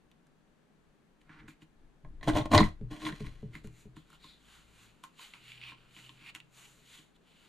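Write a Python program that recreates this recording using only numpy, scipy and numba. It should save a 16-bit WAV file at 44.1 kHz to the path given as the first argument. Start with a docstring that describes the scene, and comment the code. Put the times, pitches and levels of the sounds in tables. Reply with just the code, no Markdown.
"""A hand leans on a plastic border punch close by until its steel die crunches through card in three bites.
The lever creaks back, the table rocks and knocks for a second, and the card is slid and ticked about.
Short pushes and grit ring the modes of punch and table; the card is filtered noise, clicks and bursts.
Behind them lie low shaking of the table, two climbing tones of an engine far outside and quiet room hush.
A two-port microphone hears all this with a short scatter and a dull room tail."""
import sys
import numpy as np
from scipy import signal
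from scipy.fft import rfft, irfft
from scipy.io import wavfile
from scipy.ndimage import uniform_filter1d
from numba import njit

SR = 44100
rng = np.random.default_rng(int(sys.argv[2]) if len(sys.argv) > 2 else 0)


def wrap_up_sound(samples):
    """Save the sound to the file named by the first command line argument, as 16-bit audio."""
    columns = np.atleast_2d(samples).T
    # keep every value between -1 and 1, then stretch to whole-number steps
    tamed = np.clip(columns, -1, 1)
    steps = np.round(tamed * 32767).astype(np.int16)
    wavfile.write(sys.argv[1], SR, steps)


N = 329868  # samples, about 7.5 s


def undb(db):
    """Decibels to an amplitude factor."""
    return 10 ** (np.asarray(db) / 20)


def unit(x):
    """Scale to rms 1."""
    return x / np.sqrt(np.mean(x ** 2))


def noise():
    """White noise for the whole scene."""
    return rng.standard_normal(N)


def wobble(cutoff_hz):
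    """Slow chance of rms 1: noise low-passed at cutoff_hz."""
    return unit(signal.lfilter(*signal.butter(2, cutoff_hz, fs=SR), noise()))


def tone(hz):
    """Sine of rms 1 whose pitch follows hz."""
    phase = 2 * np.pi * np.cumsum(hz) / SR
    return np.sqrt(2) * np.sin(phase)


def band(x, hz, width_hz):
    """Two-pole resonance, gain 1 at the centre."""
    centre_hz = min(hz, .45 * SR)
    sharpness = hz / min(width_hz, .3 * SR)
    return signal.lfilter(*signal.iirpeak(centre_hz, sharpness, fs=SR), x)


@njit
def sweep(x, hz, width_hz):
    """State-variable band-pass whose centre moves."""
    y = np.empty(len(x))
    band_state, low_state = 0., 0.
    for i in range(len(x)):
        g = np.tan(np.pi * hz[i] / SR)
        damping = width_hz / hz[i]
        v = (band_state + g * (x[i] - low_state)) / (1 + g * (g + damping))
        band_state = 2 * v - band_state
        low_state += 2 * g * v
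        y[i] = damping * v
    return y


def ring(force, modes):
    """Decaying modes driven by a force; neighbours swing in opposite sense."""
    out = 0
    for k, (hz, db, t60_s) in enumerate(modes):
        pole = np.exp(2j * np.pi * hz / SR - np.log(1000) / (t60_s * SR))
        swing = signal.lfilter([1], [1, -pole], force + 1e-18).imag
        out = out + (-1) ** k * undb(db) * swing
    return out


def blows(times, db, length_s, rough):
    """A short push at each time; rough (0-1) breaks it up into a burst of small slips."""
    force = np.zeros(N + SR)
    n = int(length_s * SR) + 2
    shape = np.hanning(n + 2)[1:-1]
    smooth_push = shape / shape.sum()
    slip_shape = shape / np.sqrt(np.sum(shape ** 2))
    chance = rng.standard_normal((len(times), SR // 20))
    for s, gain, slips in zip(times, undb(db), chance):
        push = (1 - rough) * smooth_push + rough * slip_shape * slips[:n]
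        force[int(s * SR):int(s * SR) + n] += gain * push
    return force[:N]


def grit(spread_db, per_s):
    """Dense clicks of uneven size, rms 1."""
    sizes = undb(spread_db * rng.exponential(size=N))
    struck = rng.random(N) < per_s / SR
    return unit(sizes * struck * noise())


def bursts(times, db, hz, t60_s, wide):
    """A sharp click and a dying noise burst round its pitch at each time; wide = width / pitch, db = peak."""
    out, t = np.zeros(N + SR), np.arange(SR // 10) / SR
    for s, gain, f, decay_s in np.broadcast(times, undb(db), hz, t60_s):
        burst = rng.standard_normal(len(t)) * 1000 ** (-t / max(decay_s, .002))
        burst[0] += 9.  # the click
        burst = band(band(burst, f, wide * f), f, 2 * wide * f)
        out[int(s * SR):int(s * SR) + len(t)] += gain * burst / np.abs(burst).max()
    return out[:N]


FADE_DB = 25  # how far a stroke lies under its peak at its start and end


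def strokes(rows, roundness):
    """Rows swell from start to peak and die toward the end; returns level and power-weighted other columns."""
    t, fine_t = np.arange(0, N / SR + .002, .001), np.arange(N) / SR
    start, peak, end, db, *columns = np.transpose(rows)[:, :, None]
    # rise and fall take at least 2 ms, even where an end is given before its peak
    before = (peak - t) / np.maximum(peak - start, .002)
    after = (t - peak) / np.maximum(end - peak, .002)
    away = np.where(t < peak, before, after)
    power = undb(db - FADE_DB * np.minimum(away, 4) ** roundness) ** 2
    total = power.sum(0)
    blended = [(power * c).sum(0) / total for c in columns]
    return [np.interp(fine_t, t, c) for c in (np.sqrt(total), *blended)]


def curves(tables):
    """A fade that is 1 inside the spans and 0 outside, then the columns over time."""
    rows, t = np.concatenate(tables), np.arange(N) / SR
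    inside = sum((t >= k[0][0]) & (t < k[-1][0]) for k in tables) > 0
    fade = uniform_filter1d(1. * inside, size=600)
    return [fade, *(np.interp(t, rows[:, 0], c) for c in rows[:, 1:].T)]


# Colour of the quiet room's hush. Each row: frequency in Hz, relative level in dB per Hz.
AIR_COLOUR = [(35, -45.5), (60, -15.5), (102, -27.5), (162, -4.5), (251, -7.5), (295, -19), (408, -11),
              (480, -16), (1420, -23), (1710, -22), (1880, -25.5), (5180, -34.5), (15000, -44)]
AIR_DB, AIR_SIDE_DB = -70, -2.5  # rms of the part common to both ports; differing part minus common
AIR_LEFT_DB = 3  # left minus right


def air():
    """Room hush: shaped noise, partly different at the two ports of the microphone."""
    hz = np.fft.rfftfreq(N, 1 / SR) + 1
    colour_hz, colour_db = np.array(AIR_COLOUR).T
    gain = undb(np.interp(np.log(hz), np.log(colour_hz), colour_db))
    mid, side = (unit(irfft(rfft(noise()) * gain, N)) for _ in range(2))
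    ports = mid + undb(AIR_SIDE_DB) * side * np.array([[1], [-1]])
    return undb(AIR_DB) * ports * undb([[AIR_LEFT_DB / 2], [-AIR_LEFT_DB / 2]])


# The engine far outside, in two spans.
# Each row: time in seconds, shaft pitch in Hz, shaft tone in dB, firing tone in dB.
FAR_ENGINE = [
    [(4.1, 49.8, -73, -90), (4.39, 51.9, -73, -85.5), (4.656, 54.8, -67.5, -76), (4.842, 55.4, -74, -69.5),
     (4.97, 55.4, -79, -76)],
    [(5.36, 60, -85, -78.5), (5.44, 60.2, -83, -67), (5.686, 62.06, -71.5, -61), (5.842, 61.9, -94, -73.5),
     (6.086, 62.8, -81.5, -62), (6.3, 63.6, -91.5, -72), (6.46, 64.1, -84, -69), (6.95, 64.6, -84.5, -75.5)],
]


def engine():
    """Shaft tone and its double, the firing tone, climb as the engine pulls away."""
    on, hz, shaft_db, firing_db = curves(FAR_ENGINE)
    return on * (undb(shaft_db) * tone(hz) + undb(firing_db) * tone(2 * hz))


# The table as a whole slab. 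Each row: frequency in Hz, level in dB, t60 in seconds.
SLAB_MODES = [(32.7, -7.5, 0.23), (102, -1.5, 0.043), (153, 0, 0.19)]
# Its top panel. Each row: frequency in Hz, level in dB, t60 in seconds.
PANEL_MODES = [(222, -4, .12), (263, -5, 0.14), (312.5, 3.5, 0.11), (444, -8, 0.087)]
# Low shaking of the table, strongest after the snaps and knocks.
# Each row: start, peak and end in seconds, level in dB, upper modes minus level in dB.
TABLE_SHAKES = [(1.25, 1.45, 1.56, -58.5, 3), (1.7, 1.85, 2.02, -60.5, -17), (2.02, 2.06, 3.2, -47, -22),
                (2.27, 2.33, 2.5, -30, -10.5), (2.38, 2.46, 2.51, -39, -10),
                (2.55, 2.64, 2.735, -21.5, -30), (2.72, 2.83, 3.08, -43.5, -15), (3., 3.14, 3.15, -50, 9),
                (3.12, 3.27, 3.47, -40, -17.5), (3.4, 3.46, 3.8, -47, -14), (3.6, 3.67, 3.83, -50.5, -8),
                (3.8, 3.87, 4.2, -57, -12.5)]
RUMBLE_DB, RUMBLE_UPPER_DB = -74.5, -75.5  # faint steady rumble: median level of the lowest mode, upper modes


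def shake():
    """Snaps and knocks leave the table's lowest mode wobbling and its others stirred, over a faint rumble."""
    level, upper_db = strokes(TABLE_SHAKES, roundness=1.1)
    push = noise()
    lowest = unit(band(band(noise(), 21, 31), 18, 50))
    upper = unit(ring(push, SLAB_MODES[1:]) + undb(-2.5) * ring(push, PANEL_MODES))
    lowest_level = level + undb(RUMBLE_DB + 1.3 * wobble(3.7))
    upper_level = level * undb(upper_db) + undb(RUMBLE_UPPER_DB)
    return lowest_level * lowest + upper_level * upper


# Strokes of the card on the mat, and one faint spring squeak near 3.3 s.
# Each row: start, peak and end in seconds, level in dB,
# treble minus level in dB, flutter centre in Hz, body minus level in dB.
CARD_STROKES_AND_SQUEAK = [(1.2, 1.216, 1.23, -68.5, -5.5, 2350, -8),
                           (1.287, 1.297, 1.61, -64.5, -32, 1700, 3.5),
                           (1.2, 1.41, 1.42, -65, -21, 1740, 2), (1.474, 1.482, 1.56, -56, -5.5, 2210, -13),
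                           (1.595, 1.626, 1.66, -62.5, -7, 2660, -6.5),
                           (3.25, 3.29, 3.46, -67, -9, 2050, -8), (3.51, 3.553, 3.64, -52.5, -11, 2150, -9),
                           (3.63, 3.645, 3.715, -58, -6, 2180, -8),
                           (3.65, 3.81, 3.89, -62.5, -2, 2400, -16),
                           (3.95, 3.967, 4.08, -60.5, -8.5, 3200, -11),
                           (4.0, 4.146, 4.2, -61, -8, 3000, -8.5), (4.17, 4.248, 4.44, -55, -11, 3800, -19),
                           (4.3, 4.55, 4.74, -59.5, -5, 3000, -6.5),
                           (4.55, 4.836, 4.98, -59.5, -5.5, 2640, -9), (2.5, 5., 10, -74, -6, 2702, -4),
                           (5.03, 5.038, 5.1, -59.5, 1, 2665, 3), (5.15, 5.217, 5.39, -49, -7, 3040, -14),
                           (5.325, 5.337, 5.45, -57, -9, 2400, 2),
                           (5.3, 5.5, 5.7, -51.5, -11.5, 2800, -26.5),
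                           (5.45, 5.7, 5.77, -47, -19, 2650, -16),
                           (5.74, 5.78, 6.54, -67.5, -13, 2720, -4.5),
                           (5.85, 5.98, 6.32, -55.5, -7, 2850, -13),
                           (6.13, 6.3, 6.32, -49, -13.5, 2470, -12.5),
                           (6.342, 6.349, 6.41, -53.5, -5, 2550, -1.5),
                           (6.39, 6.402, 5.8, -68, -2, 2545, -6), (6.49, 6.58, 6.97, -58, -1, 2780, -8.5),
                           (6.76, 6.946, 7.1, -54, -5, 3200, -19.5),
                           (7.12, 7.168, 7.16, -65.5, -10, 3276, -16.5),
                           (7.2, 7.28, 8.1, -66.5, -10.5, 2960, -17), (7.2, 7.45, 7.6, -64, -8, 2840, -9)]
# Resonances of the sheet. Each row: frequency in Hz, width in Hz (doubled in the second pass), level in dB.
SHEET_BANDS = [(1970, 1260, 9.5), (2620, 1500, 13.5), (3680, 1100, 10), (5300, 9000, -13)]
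# Treble of the rubbing. Each row: frequency in Hz, width in Hz (doubled in the second pass), level in dB.
TREBLE_BANDS = [(5930, 1800, -10), (7080, 1850, 3.5), (9000, 2660, -3), (11400, 3000, -7.5)]
FLUTTER_WIDTH_HZ = 750.  # doubled in the second pass
FLUTTER_DB, FLUTTER_PER_TREBLE = -9, -0.86  # flutter minus swish; duller strokes flutter more (dB per dB)


def slide():
    """Rubbing grit that catches and lets go gives broad swish, moving flutter, treble and body; so the squeak."""
    level, treble_db, hz, body_db = strokes(CARD_STROKES_AND_SQUEAK, roundness=1.32)
    share = 1 / (1 + undb(-(FLUTTER_DB + FLUTTER_PER_TREBLE * treble_db)))
    rub = grit(spread_db=-1.0, per_s=6000) * undb(2.5 * wobble(23.5))
    # the flat of the sheet glides evenly; only the edge that flutters catches
    glide = noise() * undb(0.32 * wobble(10.5)) + undb(-9.5) * rub
    swish = unit(sum(undb(g) * unit(band(band(glide, f, w), f, 2 * w)) for f, w, g in SHEET_BANDS))
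    flutter = unit(sweep(sweep(rub, hz, FLUTTER_WIDTH_HZ), hz, 2 * FLUTTER_WIDTH_HZ))
    treble = unit(sum(undb(g) * band(band(glide, f, w), f, 2 * w) for f, w, g in TREBLE_BANDS))
    body = unit(band(band(glide, 1430, 1070), 1330, 1300))
    sheet = share * flutter + (1 - share) * swish
    return level * (sheet + undb(treble_db) * treble + undb(body_db) * body)


# The lever of the punch. Each row: frequency in Hz, level in dB, t60 in seconds.
LEVER_MODES = [(922, -7.5, 0.051), (1058, 2, 0.066), (1247, -10.5, 0.044), (1390, -6.5, 0.015),
               (1900, -13, 0.01)]
# Card edges and finger nails ticking. Each row: time in seconds, peak in dB, pitch in Hz,
# bright edge minus peak in dB, push on the table in dB, push on the lever in dB.
CARD_TICKS = [(0.115, -54, 2960, -1.5, -67, -72), (0.269, -67, 1450, 11.5, -66.5, -90.5),
              (1.215, -56.5, 2690, -23, -79, -74), (1.294, -47.5, 1690, -30, -53, -57),
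              (1.482, -43.5, 1500, -14, -49.5, -62), (1.62, -48.5, 2680, -21, -51.5, -70),
              (3.553, -34.5, 1980, -11, -45, -56), (3.673, -50.5, 2510, 9, -58, -64),
              (3.967, -47.5, 1300, -2, -45.5, -60), (4.103, -53, 1265, 6, -64, -74),
              (4.13, -49, 1250, -2, -66, -65), (4.243, -43, 3900, -27.5, -56.5, -52),
              (5.038, -40.5, 3140, 5.5, -62.5, -42), (5.194, -40.5, 3040, -12, -79, -51),
              (5.337, -38, 2770, -25, -67, -72), (5.519, -36, 2600, -29, -81, -70),
              (5.614, -40, 2650, -30, -81, -76), (5.637, -35, 2620, -26, -85, -69),
              (5.69, -48.5, 2540, -32, -66, -58), (5.72, -46, 1500, -10, -57, -49),
              (5.731, -47, 2666, -20, -67, -54), (5.965, -41.5, 2494, -24, -57, -59),
              (5.989, -48, 2044, -17, -60.5, -67), (6.093, -38.5, 2930, -24, -58.5, -55.5),
              (6.212, -49, 2700, -23, -58, -74), (6.35, -32, 2574, 1.5, -58.5, -57),
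              (6.36, -39, 2658, 1, -62, -66), (6.402, -40, 2610, -6, -85, -69),
              (6.989, -45, 3170, -15, -56, -66)]
TICK_T60_S = 0.027


def ticks():
    """Each tick has its own pitch and a bright edge, thuds in the table and rings the lever of the punch."""
    s, db, hz, edge_db, thud_db, lever_db = np.transpose(CARD_TICKS)
    card = bursts(s, db, hz, TICK_T60_S, wide=0.35)
    edge = bursts(s, db + edge_db, 7300, 0.55 * TICK_T60_S, wide=1.0)
    thud = ring(blows(s, thud_db, 0.0027, rough=0), SLAB_MODES[1:] + PANEL_MODES)
    lever = ring(blows(s, lever_db, 0.00035, rough=0), LEVER_MODES)
    return card + edge + thud + lever


# The loose table leg rocking against the floor. Each row: time in seconds, knock in dB, slab in dB.
LEG_KNOCKS = [(2.812, -35.5, -33.5), (3.035, -41, -46), (3.206, -34, -33.5), (3.429, -35, -38.5),
              (3.645, -40, -41.5), (3.855, -44.5, -45.5)]
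# What the leg sets ringing. Each row: frequency in Hz, level in dB, t60 in seconds, swell in seconds.
LEG_MODES = [(419, -3, 0.08, 0.0011), (547.6, -17, 0.066, 0.0018), (206, 0.5, 0.13, 0.0018),
             (148.4, 5, 0.15, 0.012), (119.97, 2.5, 0.33, 0.033)]
SCATTER_DB, SCATTER_PITCH = 2, 0.014  # each knock rings its modes a little differently (pitch as a share)
CLICK_DB = -21  # faint click minus knock


def rocking():
    """Dull knocks: the higher modes speak at once, the slab's lowest swell behind them."""
    out, t = np.zeros(N + SR), np.arange(SR // 2) / SR
    chances = rng.standard_normal((len(LEG_KNOCKS), len(LEG_MODES), 2))
    for (s, knock_db, slab_db), chance in zip(LEG_KNOCKS, chances):
        for (hz, db, t60_s, swell_s), (louder, higher) in zip(LEG_MODES, chance):
            blow_db = slab_db if hz < 180 else knock_db
            gain = undb(db + SCATTER_DB * louder + blow_db)
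            wave = np.sin(2 * np.pi * hz * (1 + SCATTER_PITCH * higher) * t)
            envelope = (1 - np.exp(-t / swell_s)) * 1000 ** (-t / t60_s)
            out[int(s * SR):int(s * SR) + len(t)] += gain * envelope * wave
    s, knock_db, _ = np.transpose(LEG_KNOCKS)
    return out[:N] + bursts(s, knock_db + CLICK_DB, 1500, 0.034, wide=1.306)


# The hollow plastic base and the lever. Each row: frequency in Hz, level in dB, t60 in seconds.
SHELL_MODES = [(608.2, -1, 0.095), (662, 0.5, 0.03), (669, 3, 0.053), (763, -4, 0.03), (856, -4.5, .04)]
# The steel die. Each row: frequency in Hz, level in dB, t60 in seconds.
DIE_MODES = [(2032, 3, 0.014), (2660, -12.5, 0.0029), (3350, 2, 0.011), (3850, 0.5, 0.02),
             (4150, -1, 0.025), (5610, -13, 0.002), (6660, -12.5, .008), (8900, -16.5, 0.022),
             (11820, -27, 0.0033)]
# Teeth of the die snapping through, and lever knocks. 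Each row: time in seconds, pushes on base, lever
# and table in dB, peak of the crack in dB, pitch of the crack in Hz.
DIE_SNAPS = [(2.048, -53.5, -52.5, -54.5, -54.5, 1660), (2.211, -56, -55, -57, -49, 1860),
             (2.229, -48, -43, -49, -38, 1780), (2.276, -21, -33.5, -35.5, -33, 1520),
             (2.282, -32.5, -34, -30.5, -29.5, 1500), (2.288, -29.5, -38, -29, -34.5, 3200),
             (2.298, -33, -38.5, -28, -29.5, 1520), (2.335, -36, -46.5, -41, -43, 3300),
             (2.354, -24.5, -34.5, -36, -41.5, 2100), (2.362, -21.5, -34, -36.5, -32.5, 3380),
             (2.376, -22.5, -35, -33.5, -35.5, 3400), (2.385, -25, -34, -33, -32, 3650),
             (2.411, -47, -39.5, -41.5, -36.5, 3570), (2.456, -33.5, -44.5, -46, -50, 3450),
             (2.515, -28, -28, -35.5, -36.5, 4141), (2.526, -33, -24, -33, -35.5, 2160),
             (2.534, -20.5, -17.5, -27, -28.5, 2120), (2.547, -17.5, -16, -28, -23, 4000),
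             (2.562, -29, -26.5, -27.5, -26.5, 1940), (2.578, -20, -16.5, -28.5, -10, 4300),
             (2.585, -26, -16, -25.5, -19.5, 1840), (2.592, -22, -22, -24, -26, 1920),
             (2.604, -23.5, -17, -25.5, -24, 3900), (2.613, -29, -27, -27, -34.5, 1840),
             (2.63, -37, -38, -34, -29.5, 1950), (2.91, -57, -72, -42, -65, 2750),
             (3.018, -62, -48, -56, -46, 3300), (3.052, -66, -44, -46, -34, 3770),
             (3.065, -50, -36, -64, -29, 1940), (3.089, -57, -38, -57, -32.5, 1539),
             (3.124, -61, -49, -44.5, -39, 1880), (3.203, -66.5, -63, -62, -54, 2237),
             (3.245, -75, -50.5, -48, -52, 2180), (3.268, -60, -57, -48.5, -44, 2170)]
# Card fibres tearing and the lever rubbing.
# Each row: start, peak and end in seconds, shell in dB, crackle minus shell in dB.
FIBRE_TEARS = [(2.222, 2.232, 2.38, -54.5, -0.5), (2.266, 2.285, 2.333, -32, -3.5),
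               (2.32, 2.366, 2.45, -32, -7), (2.452, 2.458, 2.47, -40, -6), (2.51, 2.517, 2.6, -34, -5.5),
               (2.515, 2.546, 2.626, -21.5, -8), (2.55, 2.604, 2.632, -25.5, -10),
               (2.6, 2.64, 2.72, -46.5, 1.5), (2.9, 2.912, 3.155, -52, -2), (3.005, 3.02, 3.5, -61, 8),
               (2.95, 3.074, 3.14, -46, 2), (3.185, 3.207, 3.29, -67, 10), (3.235, 3.266, 3.304, -68, 15)]
# The table humming under the leaning hand. Each row: start, peak and end in seconds, level in dB, pitch in Hz.
TABLE_HUM = [(2.03, 2.055, 2.07, -49, 146.5), (2.262, 2.285, 2.3, -28.5, 143.1),
             (2.34, 2.365, 2.42, -34, 110), (2.37, 2.426, 2.27, -31.5, 123.1),
             (2.505, 2.565, 2.63, -20, 98.6), (2.58, 2.612, 2.68, -23.5, 211),
             (2.903, 2.915, 2.99, -43, 303.1), (3.0, 3.077, 3.14, -38, 308.5)]
SLAB_SHARE_DB, CRACK_NOISE_DB = 3.5, 8  # slab push minus panel push; noise burst minus push on the die
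CRACKLE_HZ, TEAR_TABLE_DB = 2230, 3.5  # crackle centre; torn fibres in the panel minus shell


def punch():
    """Snaps and tearing drive base, lever, die and table; the torn fibres also crackle on their own."""
    s, shell_db, lever_db, table_db, crack_db, crack_hz = np.transpose(DIE_SNAPS)
    tear_level, crackle_db = strokes(FIBRE_TEARS, roundness=1.1)
    tear = grit(spread_db=2.0, per_s=5000)
    shell = ring(blows(s, shell_db, .0006, rough=0.16), SHELL_MODES)
    shell += ring(blows(s, lever_db, .0004, rough=0.2), LEVER_MODES)
    shell += tear_level * unit(ring(tear, SHELL_MODES) + undb(-2.0) * ring(tear, LEVER_MODES))
    crackle = unit(band(tear, CRACKLE_HZ, 2100.0)) + undb(-7.5) * unit(ring(tear, DIE_MODES))
    die = ring(blows(s, crack_db - CRACK_NOISE_DB, .001, rough=.9), DIE_MODES)
    die += bursts(s, crack_db, crack_hz, 0.039, wide=0.2)
    die += tear_level * undb(crackle_db) * crackle
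    slab = ring(blows(s, table_db + SLAB_SHARE_DB, 0.0067, rough=0), SLAB_MODES)
    panel = ring(blows(s, table_db, 0.0025, rough=0), PANEL_MODES)
    panel += tear_level * undb(TEAR_TABLE_DB) * unit(ring(tear, PANEL_MODES))
    hum_level, hum_hz = strokes(TABLE_HUM, roundness=1.8)
    return shell + die + slab + panel + hum_level * tone(hum_hz)


def echoes(x, t60_s, hz):
    """Two unrelated tails of dense reflections, dull above hz."""
    t = np.arange(SR // 2) / SR
    decaying = rng.standard_normal((2, len(t))) * 1000 ** (-t / t60_s)
    tails = signal.lfilter(*signal.butter(1, hz, fs=SR), decaying)
    tails /= np.sqrt(np.sum(tails ** 2, 1, keepdims=True))
    return signal.fftconvolve(x[None], tails, axes=1)[:, :N]


ROOM_T60_S, ROOM_DB, ROOM_HZ = 0.2, -11, 4030  # room tail: decay, level, dull above
LEFT_DB, SPREAD_DB = 0.15, -19  # left minus right port; level of the short scatter


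def scene():
    """Near sounds, shaking and engine reach the two ports; scatter, room tail and hush join them."""
    near = punch() + rocking() + ticks() + slide()
    dry = near + shake() + engine()
    # the left port hears the middle treble a little early and the deepest shaking louder
    middle = band(band(near, 3000, 3000), 3000, 4000)
    early = undb(-14) * np.gradient(middle) * SR / (2 * np.pi * 2700)
    lead = early + undb(-10) * band(dry, 30, 40)
    ports = np.array([dry * undb(LEFT_DB / 2) + lead, dry * undb(-LEFT_DB / 2) - lead])
    # the table's lows come through the stand; only what is airborne scatters and fills the room
    airborne = signal.lfilter(*signal.butter(2, 500, "high", fs=SR), near)
    scatter = undb(SPREAD_DB) * echoes(airborne, 0.074, 21000)
    room = undb(ROOM_DB) * echoes(airborne, ROOM_T60_S, ROOM_HZ)
    return ports + scatter + room + air()


# A dip from the recorder's case. 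In order: centre in Hz, width in Hz, depth as a share from 0 to 1.
TREBLE_DIP = (5250, 1100, 0.41)
SOFT_HZ, TOP_HZ = 11300, 15000  # corner of the capsule's softening; steep upper limit


def record(dry):
    """The case dips the treble, the capsule softens it and the recorder cuts the top."""
    hz, width_hz, depth = TREBLE_DIP
    dipped = dry - depth * band(dry, hz, width_hz)
    soft = signal.lfilter(*signal.butter(2, SOFT_HZ, fs=SR), dipped)
    return signal.sosfilt(signal.ellip(8, .2, 70, TOP_HZ, fs=SR, output="sos"), soft)


dry = scene()
out = record(dry)
wrap_up_sound(out)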